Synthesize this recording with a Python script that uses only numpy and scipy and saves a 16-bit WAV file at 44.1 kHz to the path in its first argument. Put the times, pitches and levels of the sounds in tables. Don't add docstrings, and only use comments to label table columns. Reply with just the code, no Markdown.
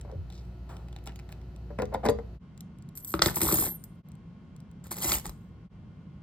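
import sys
import numpy as np
from scipy import signal
from scipy.fft import rfft, irfft, next_fast_len
from scipy.io import wavfile
from scipy.ndimage import uniform_filter1d

SR = 44100
rng = np.random.default_rng(int(sys.argv[2]) if len(sys.argv) > 2 else 0)


def output_pcm(signal):
    pcm = np.clip(np.atleast_2d(signal).T, -1, 1) * 32767
    wavfile.write(sys.argv[1], SR, np.round(pcm).astype(np.int16))


N = 274302
TIME = np.arange(N) / SR
ROOM_CHANGE_S = 2.39

# frequency in Hz, level in dB.
MAINS_HUM = [(59.2, -43.5), (118.4, -54), (177.6, -58), (360.7, -63), (683.7, -72.5)]
SHOP_WHINE = [(1319, -78.5), (1437, -79), (2579, -83.5), (2697, -95), (2821, -87), (3058, -84.5),
              (3898, -89), (4140, -87), (4258, -89), (4619, -88)]
ROOM_WHINE = [(1082, -81.5), (1443, -86), (2099, -88), (2342, -93), (2702, -92), (2939, -92), (3182, -91.5),
              (3300, -95.5)]
# frequency in Hz, spectral level in dB.
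SHOP_AIR = [(20, -19), (45, 1), (90, 4), (150, 1), (230, -9.5), (400, -17), (800, -22), (1400, -34.5),
            (1800, -33.5), (2800, -40.5), (5000, -43.5), (9000, -56.5), (14000, -51.5), (16000, -69)]
ROOM_AIR = [(20, -30.5), (55, -4.5), (120, -3.5), (175, 2.5), (260, -14.5), (400, -22.5), (700, -30),
            (1050, -31.5), (1600, -38.5), (2800, -45), (5000, -51.5), (8000, -61.5), (15000, -75)]

# start in seconds, level in dB, resonance in Hz, share of the snap in dB.
TICKS = [(.012, -40, 8100, -0.5), (.115, -50, 5140, -4.5), (.302, -42, 3620, -4.5), (.325, -44.5, 3800, -5),
         (.452, -55, 3000, -6), (.768, -44, 2900, -1), (.885, -46, 2230, -4.5), (.928, -42, 3280, -6.5),
         (.963, -35.5, 4100, -7.5), (0.987, -49, 2700, -3), (1.04, -51, 12000, 0), (1.059, -42, 12000, -2),
         (1.067, -41, 6900, 0), (1.073, -29.5, 2870, -2.5), (1.083, -39, 2980, -9), (1.092, -41, 2700, -13),
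         (1.12, -47, 2800, -7), (1.159, -46, 2900, 4), (1.191, -42, 2280, -2), (1.197, -44.5, 2600, 1),
         (1.291, -42.5, 2010, -5.5), (1.32, -44, 12000, 0), (1.325, -37, 2500, -2.5),
         (1.415, -52, 2300, -2), (1.562, -50, 8400, 0.5), (1.789, -36, 2200, -10), (1.82, -31, 2760, 0.5),
         (1.855, -41.5, 4500, -2), (1.941, -37, 12500, 3.5), (1.947, -34, 3570, -8), (2.053, -37, 7500, -5),
         (2.061, -25, 2060, -14), (2.064, -26.5, 4730, -7), (2.087, -19, 4170, -12.5),
         (2.09, -32, 2050, -16), (2.187, -51, 4200, -15), (2.577, -48, 7940, 3),
         (2.607, -32.5, 12100, -4.5), (2.786, -51, 9500, -4), (2.89, -47.5, 11320, -2.5),
         (4.087, -46, 12140, -8.5), (4.118, -50.5, 8510, 0), (4.564, -55, 7510, 7.5),
         (4.603, -51.5, 8950, 0), (4.714, -57, 7940, 4)]
# start and end in seconds, level in dB, resonance in Hz.
TICKING_SPANS = [(1.03, 1.123, -53, 2800), (2.8, 2.839, -53, 7500), (2.945, 2.974, -55, 8520),
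                 (4.11, 4.16, -53, 7960)]
# start in seconds, levels of body, clank and ring in dB, ring frequency in Hz.
LEVER_KNOCKS = [(0.048, -44, -45.5, -62, 497), (1.072, -42.5, -42, -61, 500), (1.704, -37, -50, -39, 480),
                (1.787, -29, -23.5, -36, 507), (1.798, -25, -30.5, -21, 516), (1.822, -25.5, -29, -20, 495),
                (1.838, -37, -44, -25, 487), (1.945, -29.5, -23, -28, 504), (1.956, -33, -42, -25, 522),
                (2.053, -20, -20, -25, 447), (2.061, -20, -19, -23, 425), (2.071, -32, -33, -22, 467),
                (2.087, -20, -18, -12.5, 469.4), (2.094, -27.5, -37, -12, 472.5),
                (2.187, -35.5, -38, -25.5, 460)]
# start and length in seconds, level in dB, resonance and bandwidth in Hz.
RUBS = [(0.061, 0.081, -51.5, 565, 450), (0.105, 0.062, -46.5, 486, 111), (0.298, 0.13, -61.5, 4530, 2400),
        (0.686, 0.062, -57, 1090, 1100), (1.061, 0.057, -55.5, 1210, 1610), (1.282, 0.048, -63, 1300, 1500),
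        (1.917, 0.033, -36, 610, 444), (2.028, 0.046, -30.5, 603, 450), (2.041, 0.028, -49, 11000, 7000),
        (2.09, 0.021, -47, 11000, 7000)]
# start in seconds, level in dB, frequency in Hz.
BUMPS = [(0.158, -27, 88.6), (0.193, -29, 88), (2.04, -33, 214), (2.115, -27, 70.4), (3.26, -32, 79),
         (3.455, -32, 73), (3.6, -31.5, 64), (5.075, -27.5, 62), (5.152, -30.5, 55), (5.268, -31, 49)]
# start in seconds, level in dB, low share in dB, T60 in seconds.
CREAKS = [(0.321, -62.5, -15, 0.81), (0.691, -55.5, 9.5, 0.5), (1.063, -58, 8, 0.21),
          (1.29, -62.5, 4, 0.37)]
# start in seconds, level in dB.
DIE_CHIMES = [(1.158, -58), (1.942, -54), (2.054, -47), (2.095, -39)]

# start and length in seconds, level of the rattle in dB, level on the tray in dB.
COIN_SLIDES = [(2.952, 0.051, -51.5, -81.5), (3.066, 0.082, -44, -72.5), (3.222, 0.038, -35, -32),
               (3.256, 0.036, -36, -29), (3.338, 0.013, -39.5, -51), (3.355, 0.022, -33, -34.5),
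               (3.412, 0.16, -29, -30.5), (3.575, 0.089, -31.5, -34.5)]
KEY_SLIDES = [(4.835, 0.037, -58, -50), (4.905, 0.0093, -34, -40.5), (4.954, 0.076, -43, -43),
              (5.014, 0.11, -29.5, -47.5), (5.087, 0.064, -30, -37), (5.241, 0.021, -45.5, -40.5)]
RATTLE_COLUMN, TRAY_COLUMN = 2, 3
# start in seconds, level in dB.
COIN_CLICKS = [(2.953, -36.5), (2.974, -27.5), (3.047, -25.5), (3.076, -39), (3.104, -40), (3.218, -26),
               (3.26, -17.5), (3.306, -29.5), (3.358, -18.5), (3.406, -24), (3.416, -12.5), (3.432, -18.5),
               (3.477, -26), (3.524, -13.5), (3.542, -16.5), (3.586, -22), (3.839, -33.5)]
# start in seconds, frequency in Hz, level in dB, seconds until damped.
COIN_RINGS = [(2.952, 12680, -47, 0.09), (3.025, 12240, -43, 0.076), (3.048, 15600, -43.5, .04),
              (3.076, 12400, -39.5, .07), (3.076, 12740, -38, 0.04), (3.357, 13160, -30.5, .012),
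              (3.358, 15800, -28, .012), (3.413, 8330, -28.5, .008), (3.415, 11300, -31.5, .007),
              (3.426, 13040, -28.5, 0.012), (3.464, 12285, -33, 0.013), (3.467, 11905, -34.5, .012),
              (3.48, 13200, -27, .016), (3.482, 12400, -29.5, 0.037), (3.52, 7200, -32.5, 0.0068),
              (3.538, 12975, -26.5, .012), (3.539, 12680, -27.5, 0.009), (3.541, 9140, -29.5, .012),
              (3.58, 15300, -23, .05), (3.605, 12790, -29, 0.013), (3.63, 12800, -28, .015),
              (3.639, 13145, -32, .014), (3.651, 9100, -32, 0.019), (3.61, 9300, -33, .02),
              (3.652, 15400, -31, .025), (3.67, 9160, -43, 0.29), (3.685, 12690, -29, 0.073)]
# start in seconds, levels of thud, slap and hollow tock in dB, tock frequency in Hz.
TRAY_BLOWS = [(3.14, -21, -22, -15, 1310), (3.193, -29.5, -26.5, -22.5, 1300),
              (3.219, -36.5, -20.5, -15, 1270), (3.2203, -24.5, -11, -7, 1270),
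              (3.2208, -37.5, -21, -7, 3900), (3.222, -32.5, -10.5, -3, 4760),
              (3.26, -19, -12.5, -18.5, 1150), (3.344, -47, -40, -43, 1080), (3.37, -38, -29.5, -21.5, 950),
              (3.407, -39.5, -28, -27, 1150), (3.416, -30.5, -23.5, -27, 1400),
              (3.431, -26.5, -30.5, -30, 1540), (3.452, -37, -36, -29, 960), (3.471, -43, -35, -24.5, 970),
              (3.488, -46, -29.5, -18.5, 1140), (3.515, -33, -31, -19, 1170),
              (3.525, -20.5, -28.5, -21, 4500), (3.544, -29.5, -29, -28, 750),
              (3.586, -33.5, -40, -26, 1140), (3.624, -38.5, -34, -30, 1100), (3.64, -44, -37.5, -29, 807),
              (3.674, -38, -39, -41.5, 1110), (3.721, -50, -57.5, -43, 850),
              (4.916, -42.5, -48, -27.5, 1020), (5.043, -38, -42.5, -29, 1090),
              (5.051, -30, -33, -31.5, 600), (5.092, -40, -34, -33.5, 980), (5.1194, -33.5, -18, -21, 1070),
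              (5.255, -52, -37, -36, 850), (5.294, -52, -48, -36, 1010)]
# start in seconds, levels of click and ring in dB, ring frequency in Hz.
KEY_CLICKS = [(4.841, -43.5, -44.5, 7700), (4.868, -40, -51.5, 5050), (4.916, -23.5, -30, 8800),
              (4.924, -26.5, -42.5, 4350), (4.968, -31.5, -34, 7900), (4.984, -28, -45, 5060),
              (5.013, -30.5, -39, 4200), (5.023, -26, -34.5, 3180), (5.036, -26, -32, 8000),
              (5.044, -18, -28.5, 6940), (5.07, -30, -39.5, 2080), (5.082, -25, -28, 11280),
              (5.092, -17.5, -31, 3320), (5.098, -18.5, -28, 5170), (5.1195, -16, -27, 4470),
              (5.129, -19.5, -39, 2370), (5.138, -25, -21, 2920), (5.155, -19.5, -38, 2035),
              (5.169, -31, -39, 3560), (5.177, -33, -40, 1920), (5.184, -29.5, -44, 5070),
              (5.197, -29, -47, 7700), (5.256, -26.5, -50, 4460), (5.265, -29, -30, 8170),
              (5.276, -39, -40, 6930), (5.294, -31.5, -43, 4000)]

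# frequency in Hz, level in dB, T60 (the time to decay by 60 dB) in seconds.
FRAME_MODES = [(84, -12.5, 0.51), (212.3, -3, 0.23), (279, -4, 0.12), (417, -4, 0.14), (586, -0.5, 0.13),
               (753, -5, 0.061), (926, -12, 0.075), (1016, -9.5, 0.12), (1182, -10, 0.078),
               (1435, -12, 0.077), (1990, -19, 0.05)]
DIE_MODES = [(3850, -8, .06), (4690, 0, .1), (6780, -2, .055), (8790, -5, .045), (11300, -4, .03),
             (12600, -8, .04), (12940, -7, .04), (15250, -2, .04)]
COIN_MODES = [(7050, -13, .03), (8090, -10, .04), (8480, -9, .04), (9120, -7, .06), (9300, -8, .06),
              (9480, -10, .05), (11450, -9, .04), (11850, -7, .04), (12290, -2, .07), (12520, -6, .04),
              (12760, -3, .06), (12950, -5, .04), (13100, -2, .06), (13400, -8, .04), (14000, -6, .07),
              (15100, 2, .05), (15250, 1, .04), (15420, 4, .05)]
TRAY_MODES = [(62, -11, 0.3), (134, -6, 0.096), (185, -8.5, 0.11), (334, 4, 0.069), (396, -0.5, 0.031),
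              (585, -7.5, 0.1), (785, -14.5, 0.034), (1138, -13.5, 0.018)]
TABLE_MODES = [(2014, -6.5, 0.008), (3050, -11.5, 0.008), (3570, -8, 0.0036)]
KEY_MODES = [(2030, -15, .05), (2950, -17, .05), (4500, -13, .035), (5030, -10, .035), (7000, -7, .03),
             (7640, -10, .04), (8510, -9, .04), (9000, -5, .03), (11280, -7, .03), (12500, -3, .03),
             (13050, -2, .03), (13500, -5, .03), (14950, 5, .018), (15200, 7, .018), (15450, 8, .018)]
# frequency in Hz, spectral level in dB.
TICK_SPECTRUM = [(300, -12), (1000, 1.5), (2500, 7.5), (5000, 2.5), (8500, -0.5), (13000, -5.5),
                 (15400, -1.5), (16400, 7.5)]
CLANK_SPECTRUM = [(200, -15), (600, 5), (880, 11), (1200, -3), (1700, -3), (2100, -2), (2800, -18),
                  (4400, -20.5), (7000, -28), (16000, -40)]
PRESS_BODY_SPECTRUM = [(40, -20), (100, -4), (300, -5.5), (480, -8.5), (900, -17), (1500, -20), (2200, -37),
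                       (3200, -47), (5000, -39), (8000, -65), (16000, -49)]
COIN_SPECTRUM = [(300, -21), (1000, -9.5), (2700, -14), (4800, -2.5), (8000, 4), (13000, 4.5), (15500, 9),
                 (16000, -23)]
SLAP_SPECTRUM = [(150, -17.5), (600, -3.5), (1250, 3.5), (1600, -5.5), (2100, -3), (2800, -7.5),
                 (4500, -3.5), (8000, -1), (11000, -9), (15300, -4), (16200, -14.5)]
PATTER_SPECTRUM = [(25, -12), (60, 3), (180, 6), (350, 0), (520, -4.5), (800, -11), (1200, -13.5),
                   (2000, -20.5), (4000, -14.5), (10000, -34.5)]
KEY_SPECTRUM = [(300, -3), (1000, 7.5), (1500, -4), (2100, -2.5), (2700, 0), (4000, -0.5), (5200, 3),
                (8000, 5), (13000, 0), (15400, 3.5), (16100, -20)]

# frequency in Hz, phase lead of the left in radians, left minus right level in dB.
PORT_RESPONSE = [(0, 0, 0), (500, -.7, 2.5), (1000, -.7, .5), (1700, -.2, 0), (2300, 1, 0), (2750, 2.4, -1),
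                 (3600, .9, -1), (5100, 1.3, 0), (6000, 3.14, 0), (7900, 6.2, 0), (8700, 6.9, 0),
                 (10200, 9.42, 0), (12200, 12.4, 0), (13300, 13.1, 0), (14600, 15.7, 0), (16500, 16.5, 0)]
LEVEL_DIPS = [2.39, 4.027, 5.691]


def undb(db):
    return 10 ** (np.asarray(db) / 20)


def unit(x):
    return x / np.sqrt(np.mean(x ** 2))


def add(track, s, sound):
    start = int(s * SR)
    track[start:start + len(sound)] += sound[:N - start]


def colour(x, points):
    hz, db = np.transpose(points)
    grid = np.maximum(np.fft.rfftfreq(4096, 1 / SR), 1)
    cepstrum = irfft(np.log(undb(np.interp(np.log(grid), np.log(hz), db))))
    half = len(cepstrum) // 2
    cepstrum[1:half] *= 2
    cepstrum[half + 1:] = 0
    response = irfft(np.exp(rfft(cepstrum)))[:half]
    return signal.oaconvolve(x, response / np.linalg.norm(response))[:N]


def fade(t60):
    return np.exp(-np.log(1000) * np.arange(int(t60 * SR) + 2) / (t60 * SR))


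def swell(t60, rise_s):
    shape = fade(t60)
    return shape * (1 - np.exp(-TIME[1:len(shape) + 1] / rise_s))


def bursts(rows, rise_s=.0002):
    out = np.zeros(N)
    for s, db, t60 in rows:
        shape = swell(min(t60, 1), rise_s)
        add(out, s, undb(db) * shape * rng.standard_normal(SR + 2)[:len(shape)])
    return out


def pings(rows, rise_s=.0001):
    out = np.zeros(N)
    for s, db, hz, t60 in rows:
        shape = swell(t60, rise_s)
        add(out, s, undb(db) * shape * np.sin(2 * np.pi * hz * TIME[:len(shape)]))
    return out


def strikes(rows, modes, scatter_db, detune):
    out = np.zeros(N)
    chance = rng.standard_normal((len(rows), len(modes), 2))
    for (s, db), draws in zip(rows, chance):
        for k, ((hz, mode_db, t60), (strength, shift)) in enumerate(zip(modes, draws)):
            shape = fade(t60)
            wave = np.sin(2 * np.pi * hz * (1 + detune * shift) * TIME[:len(shape)])
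            add(out, s, (-1) ** k * undb(db + mode_db + scatter_db * strength) * shape * wave)
    return out


def grains(per_s, spread_db):
    hit = rng.random(N) < per_s / SR
    impacts = hit * rng.choice([-1, 1], N) * undb(spread_db * rng.exponential(size=N))
    return impacts / np.sqrt(np.abs(uniform_filter1d(impacts ** 2, size=1100)) + 1e-6)


def tones(lines):
    return sum(np.sqrt(2) * undb(db) * np.sin(2 * np.pi * (hz * TIME + rng.random()))
               for hz, db in lines)


def ventilation(spectrum, db, apart_hz=1300):
    mid, side = (unit(colour(rng.standard_normal(N), spectrum)) for _ in range(2))
    side = signal.lfilter(*signal.butter(1, apart_hz, "high", fs=SR), side)
    return undb(db) * (mid + side * np.array([[1], [-1]]))


def background():
    shop = tones(MAINS_HUM) + undb(1) * tones(SHOP_WHINE) + ventilation(SHOP_AIR, db=-46)
    quiet = undb(5) * tones(ROOM_WHINE) + ventilation(ROOM_AIR, db=-46.5)
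    return np.where(TIME < ROOM_CHANGE_S, shop, quiet)


def faint_ticks(per_s=22, scatter_db=2):
    rows = []
    for start, end, db, hz in TICKING_SPANS:
        count = max(round((end - start) * per_s), 1)
        for k, (when, size, pitch) in enumerate(rng.random((count, 3))):
            s = start + (end - start) * (k + when) / count
            rows.append((s, db + scatter_db * (2 * size - 1), hz * 2 ** (pitch - .5), 0))
    return rows


def heavy_slips(below_hz=5000):
    return [(s, db) for s, db, hz, _ in TICKS if s < ROOM_CHANGE_S and hz < below_hz]


def ticks(t60=.0098, die_db=-7, die_hz=780, die_t60=.025):
    rings, snaps = np.zeros(N), np.zeros(N)
    shape = fade(t60)
    for s, db, hz, snap_db in list(TICKS) + faint_ticks():
        noise = unit(shape * rng.standard_normal(SR)[:len(shape)])
        contact = np.pad(noise * undb(db) * np.sqrt(np.mean(shape ** 2)), (0, len(shape)))
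        snap = signal.lfilter(*signal.butter(2, hz / 3, "high", fs=SR), contact)
        ring = signal.lfilter(*signal.iirpeak(hz, Q=5, fs=SR), contact)
        add(snaps, s, undb(snap_db) * snap)
        add(rings, s, ring * np.linalg.norm(contact) / np.linalg.norm(ring))
    die = pings([(s, db + die_db, die_hz, die_t60) for s, db in heavy_slips()])
    return undb(-8) * rings + colour(snaps, TICK_SPECTRUM) + die


def frame_modes(softer_db, dull_above_hz=620):
    db_per_octave = .5 * softer_db
    return [(hz, db - db_per_octave * max(np.log2(hz / dull_above_hz), 0), t60)
            for hz, db, t60 in FRAME_MODES]


def lever(full_force_db=-18.5, rebound_s=.009, crack_t60=.042, clank_t60=.024, body_t60=.065,
          hollow_t60=.078):
    knocks = [row[:3] for row in LEVER_KNOCKS]
    knocks += [(s + rebound_s, db - 10, clank_db - 7) for s, db, clank_db in knocks]
    cracks = bursts([(s, -46 + 4 * (db - full_force_db), crack_t60) for s, db, _ in knocks])
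    clanks = bursts([(s, db, clank_t60) for s, _, db in knocks], rise_s=.00051)
    body = bursts([(s, db - 4, body_t60) for s, db, _ in knocks], rise_s=.0011)
    frame = sum(strikes([(s, db - 6)], frame_modes(full_force_db - db), scatter_db=1.5, detune=.008)
                for s, db, _ in knocks)
    hollow = pings([(s, db, hz, hollow_t60) for s, _, _, db, hz in LEVER_KNOCKS], rise_s=.0015)
    return (colour(cracks, TICK_SPECTRUM) + colour(clanks, CLANK_SPECTRUM)
            + colour(body, PRESS_BODY_SPECTRUM) + frame + hollow)


def rubs():
    out = np.zeros(N)
    slips = grains(per_s=900, spread_db=2)
    for s, length, db, hz, width in RUBS:
        arch = np.sqrt(np.hanning(int(length * SR)))
        band_hz = [max(hz - width / 2, hz / 2), hz + width / 2]
        resonance = signal.butter(2, band_hz, "band", fs=SR, output="sos")
        rub = signal.sosfilt(resonance, slips[int(s * SR):][:len(arch)])
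        add(out, s, undb(db) * arch * unit(rub))
    return out


def bumps(t60=.16):
    return pings([(s, db, hz, t60) for s, db, hz in BUMPS])


def crackle(t60=.059, band_hz=(1300, 4500)):
    give = np.zeros(N)
    for s, db in heavy_slips():
        add(give, s, undb(db - 13) * fade(t60))
    fibres = give * grains(per_s=600, spread_db=2.5)
    return signal.sosfilt(signal.butter(2, band_hz, "band", fs=SR, output="sos"), fibres)


def creaks():
    creak = bursts([(s, db, t60) for s, db, _, t60 in CREAKS])
    groan = bursts([(s, db + low_db, t60) for s, db, low_db, t60 in CREAKS])
    groan = colour(groan, [(200, 4.5), (700, 3.5), (1300, 2.5), (2200, -28), (6000, -36)])
    return colour(creak, TICK_SPECTRUM) + groan


def die_chimes():
    return strikes(DIE_CHIMES, DIE_MODES, scatter_db=2, detune=.003)


def sliding(slides, column, attack_s=.011, sag_db_per_s=10, stop_t60=.17, settle_db=-25, settle_t60=.66):
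    power = np.zeros(N)
    for row in slides:
        age, length = TIME - row[0], row[1]
        hold = np.clip(age / attack_s, 0, 1) * undb(row[column] - sag_db_per_s * np.clip(age, 0, length))
        fall = np.log(1000) * np.maximum(age - length, 0)
        release = np.maximum(np.exp(-fall / stop_t60), undb(settle_db) * np.exp(-fall / settle_t60))
        power += (hold * release) ** 2
    return np.sqrt(power)


def jingle(contacts, modes, turn_s=.015):
    out = np.zeros(N)
    turns = np.arange(0, N / SR + .1, turn_s)
    for hz, db, t60 in modes:
        radius = np.exp(-np.log(1000) / (t60 * SR))
        angle = 2 * np.pi * hz / SR
        poles = [1, -2 * radius * np.cos(angle), radius ** 2]
        gain = np.sin(angle) * np.sqrt(2 * (1 - radius ** 2))
        share = unit(np.interp(TIME, turns, rng.random(len(turns)) ** 2))
        out += undb(db) * signal.lfilter([gain], poles, contacts * share * rng.standard_normal(N))
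    return out / np.linalg.norm(undb(np.array(modes)[:, 1]))


def clacks(slides, column, per_s, low_hz, high_hz, t60):
    out = np.zeros(N)
    shape = fade(t60)
    start, end = round(slides[0][0], 1) - .1, round(slides[-1][0], 1) + .3
    for k, (when, pitch, size) in enumerate(rng.random((int((end - start) * per_s), 3))):
        hz = low_hz * (high_hz / low_hz) ** pitch
        ring = shape * np.sin(2 * np.pi * hz * TIME[:len(shape)])
        add(out, start + (k + when) / per_s, size ** 2 * ring)
    return unit(out) * np.sqrt((end - start) * SR / N) * sliding(slides, column)


def coins(click_t60=.012):
    rattle = grains(per_s=650, spread_db=1.8) * sliding(COIN_SLIDES, RATTLE_COLUMN)
    contacts = rattle + bursts([(s, db, click_t60) for s, db in COIN_CLICKS])
    clash = colour(contacts, COIN_SPECTRUM)
    ring = jingle(contacts, COIN_MODES)
    knocks = clacks(COIN_SLIDES, RATTLE_COLUMN, per_s=260, low_hz=7000, high_hz=14000, t60=.045)
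    return undb(-2.5) * clash + undb(-2) * ring + undb(-7) * knocks


def free_coins(t60=.43, damping_s=.0059, jostle_s=.008, jostle_db=3):
    out = np.zeros(N)
    shape = swell(t60, rise_s=.0023)
    t = TIME[:len(shape)]
    turns = np.arange(0, 1, jostle_s)
    for s, hz, db, free_s in COIN_RINGS:
        damping = np.exp(-np.maximum(t - free_s, 0) / damping_s)
        beat_hz = rng.uniform(25, 80)
        pair = np.sin(2 * np.pi * hz * t) + .4 * np.sin(2 * np.pi * (hz + beat_hz) * t)
        waver = undb(np.interp(t, turns, jostle_db * rng.standard_normal(len(turns))))
        add(out, s, undb(db) * shape * damping * pair * waver)
    return out


def slaps(t60=.0036, soft_hz=2820, hard_hz=19000, scuff_db=-20, scuff_t60=.09):
    out = np.zeros(N)
    shape, tail = swell(t60, rise_s=.00042), fade(scuff_t60)
    for s, _, db, _, _ in TRAY_BLOWS:
        cutoff_hz = soft_hz + (hard_hz - soft_hz) * undb(db)
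        grit = signal.lfilter(*signal.butter(4, cutoff_hz, fs=SR), rng.standard_normal(SR))
        slap = shape * grit[:len(shape)]
        add(out, s, undb(db) * slap * np.linalg.norm(fade(t60)) / np.linalg.norm(slap))
        add(out, s, undb(db + scuff_db) * tail * unit(grit)[-len(tail):])
    return undb(2) * colour(out, SLAP_SPECTRUM)


def tray(tock_cycles=14):
    tocks = pings([(s, db, hz, tock_cycles / hz) for s, _, _, db, hz in TRAY_BLOWS])
    thuds = strikes([(s, db - 2) for s, db, *_ in TRAY_BLOWS], TRAY_MODES, scatter_db=1.5, detune=.03)
    flow = sliding(COIN_SLIDES, TRAY_COLUMN) + sliding(KEY_SLIDES, TRAY_COLUMN)
    patter = colour(grains(per_s=350, spread_db=2.3) * flow, PATTER_SPECTRUM)
    taps = sum(clacks(slides, TRAY_COLUMN, per_s=170, low_hz=750, high_hz=1800, t60=.012)
               for slides in (COIN_SLIDES, KEY_SLIDES))
    snaps = strikes([(s, db) for s, _, db, _, _ in TRAY_BLOWS], TABLE_MODES, scatter_db=1.5, detune=.03)
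    return snaps + tocks + thuds + undb(-3) * patter + undb(-12) * taps


def keys(click_t60=.014, clink_t60=.02):
    rattle = grains(per_s=1100, spread_db=1.5) * sliding(KEY_SLIDES, RATTLE_COLUMN)
    contacts = rattle + bursts([(s, db, click_t60) for s, db, _, _ in KEY_CLICKS])
    clinks = pings([(s, db, hz, clink_t60) for s, _, db, hz in KEY_CLICKS])
    jangle = clacks(KEY_SLIDES, RATTLE_COLUMN, per_s=800, low_hz=6500, high_hz=15600, t60=.025)
    blades = clacks(KEY_SLIDES, RATTLE_COLUMN, per_s=220, low_hz=1700, high_hz=5400, t60=.022)
    clash = colour(contacts, KEY_SPECTRUM)
    ring = jingle(contacts, KEY_MODES)
    return undb(-6) * (clash + jangle) + undb(-2.5) * ring + clinks + undb(-17) * blades


def ports(x):
    size = next_fast_len(N + SR // 2)
    freq = np.fft.rfftfreq(size, 1 / SR)
    hz, lead, pan_db = np.transpose(PORT_RESPONSE)
    left = np.exp(.5j * np.interp(freq, hz, lead)) * undb(np.interp(freq, hz, pan_db) / 2)
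    spectrum = rfft(x, size)
    return np.array([irfft(spectrum * side, size)[:N] for side in (left, 1 / left)])


def convolve_ports(x, responses):
    return np.array([signal.oaconvolve(x, h / np.linalg.norm(h))[:N] for h in responses])


def reflections(x, t60=.024, wet_db=-11):
    shape = fade(t60)
    echoes = shape * rng.standard_normal((2, SR))[:, :len(shape)]
    short_waves = signal.lfilter(*signal.butter(1, [550, 14000], "band", fs=SR), x)
    return undb(wet_db) * convolve_ports(short_waves, echoes)


def room(x, t60=.27, wet_db=-18, build_s=.0094):
    shape = fade(t60)
    shape *= np.minimum(TIME[:len(shape)] / build_s, 1)
    tails = shape * rng.standard_normal((2, 2 * SR))[:, :len(shape)]
    dull = colour(x, [(60, 2), (400, 8), (2000, 6.5), (8000, 1), (16000, -21)])
    return undb(wet_db) * convolve_ports(dull, tails)


def scene(press_left_db=1):
    press = ticks() + crackle() + rubs() + lever() + creaks() + die_chimes()
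    sources = [(press, press_left_db), (bumps() + slaps() + tray(), 0),
               (coins() + free_coins(), 0), (keys(), 0)]
    near = sum((ports(x) + reflections(x)) * undb(np.array([[db], [-db]]) / 2) for x, db in sources)
    return near + room(sum(x for x, _ in sources)) + background()


def record(dry, dip_half_width_s=.038, low_hz=38, top_hz=16500, ceiling=.85):
    for s in LEVEL_DIPS:
        dry = dry * np.clip(np.abs(TIME - s) / dip_half_width_s, .05, 1)
    dry = signal.sosfilt(signal.butter(4, low_hz, "high", fs=SR, output="sos"), dry)
    rounded = ceiling * np.tanh(dry / ceiling)
    return signal.sosfilt(signal.ellip(10, .2, 70, top_hz, fs=SR, output="sos"), rounded)


dry = scene()
out = record(dry)
output_pcm(out)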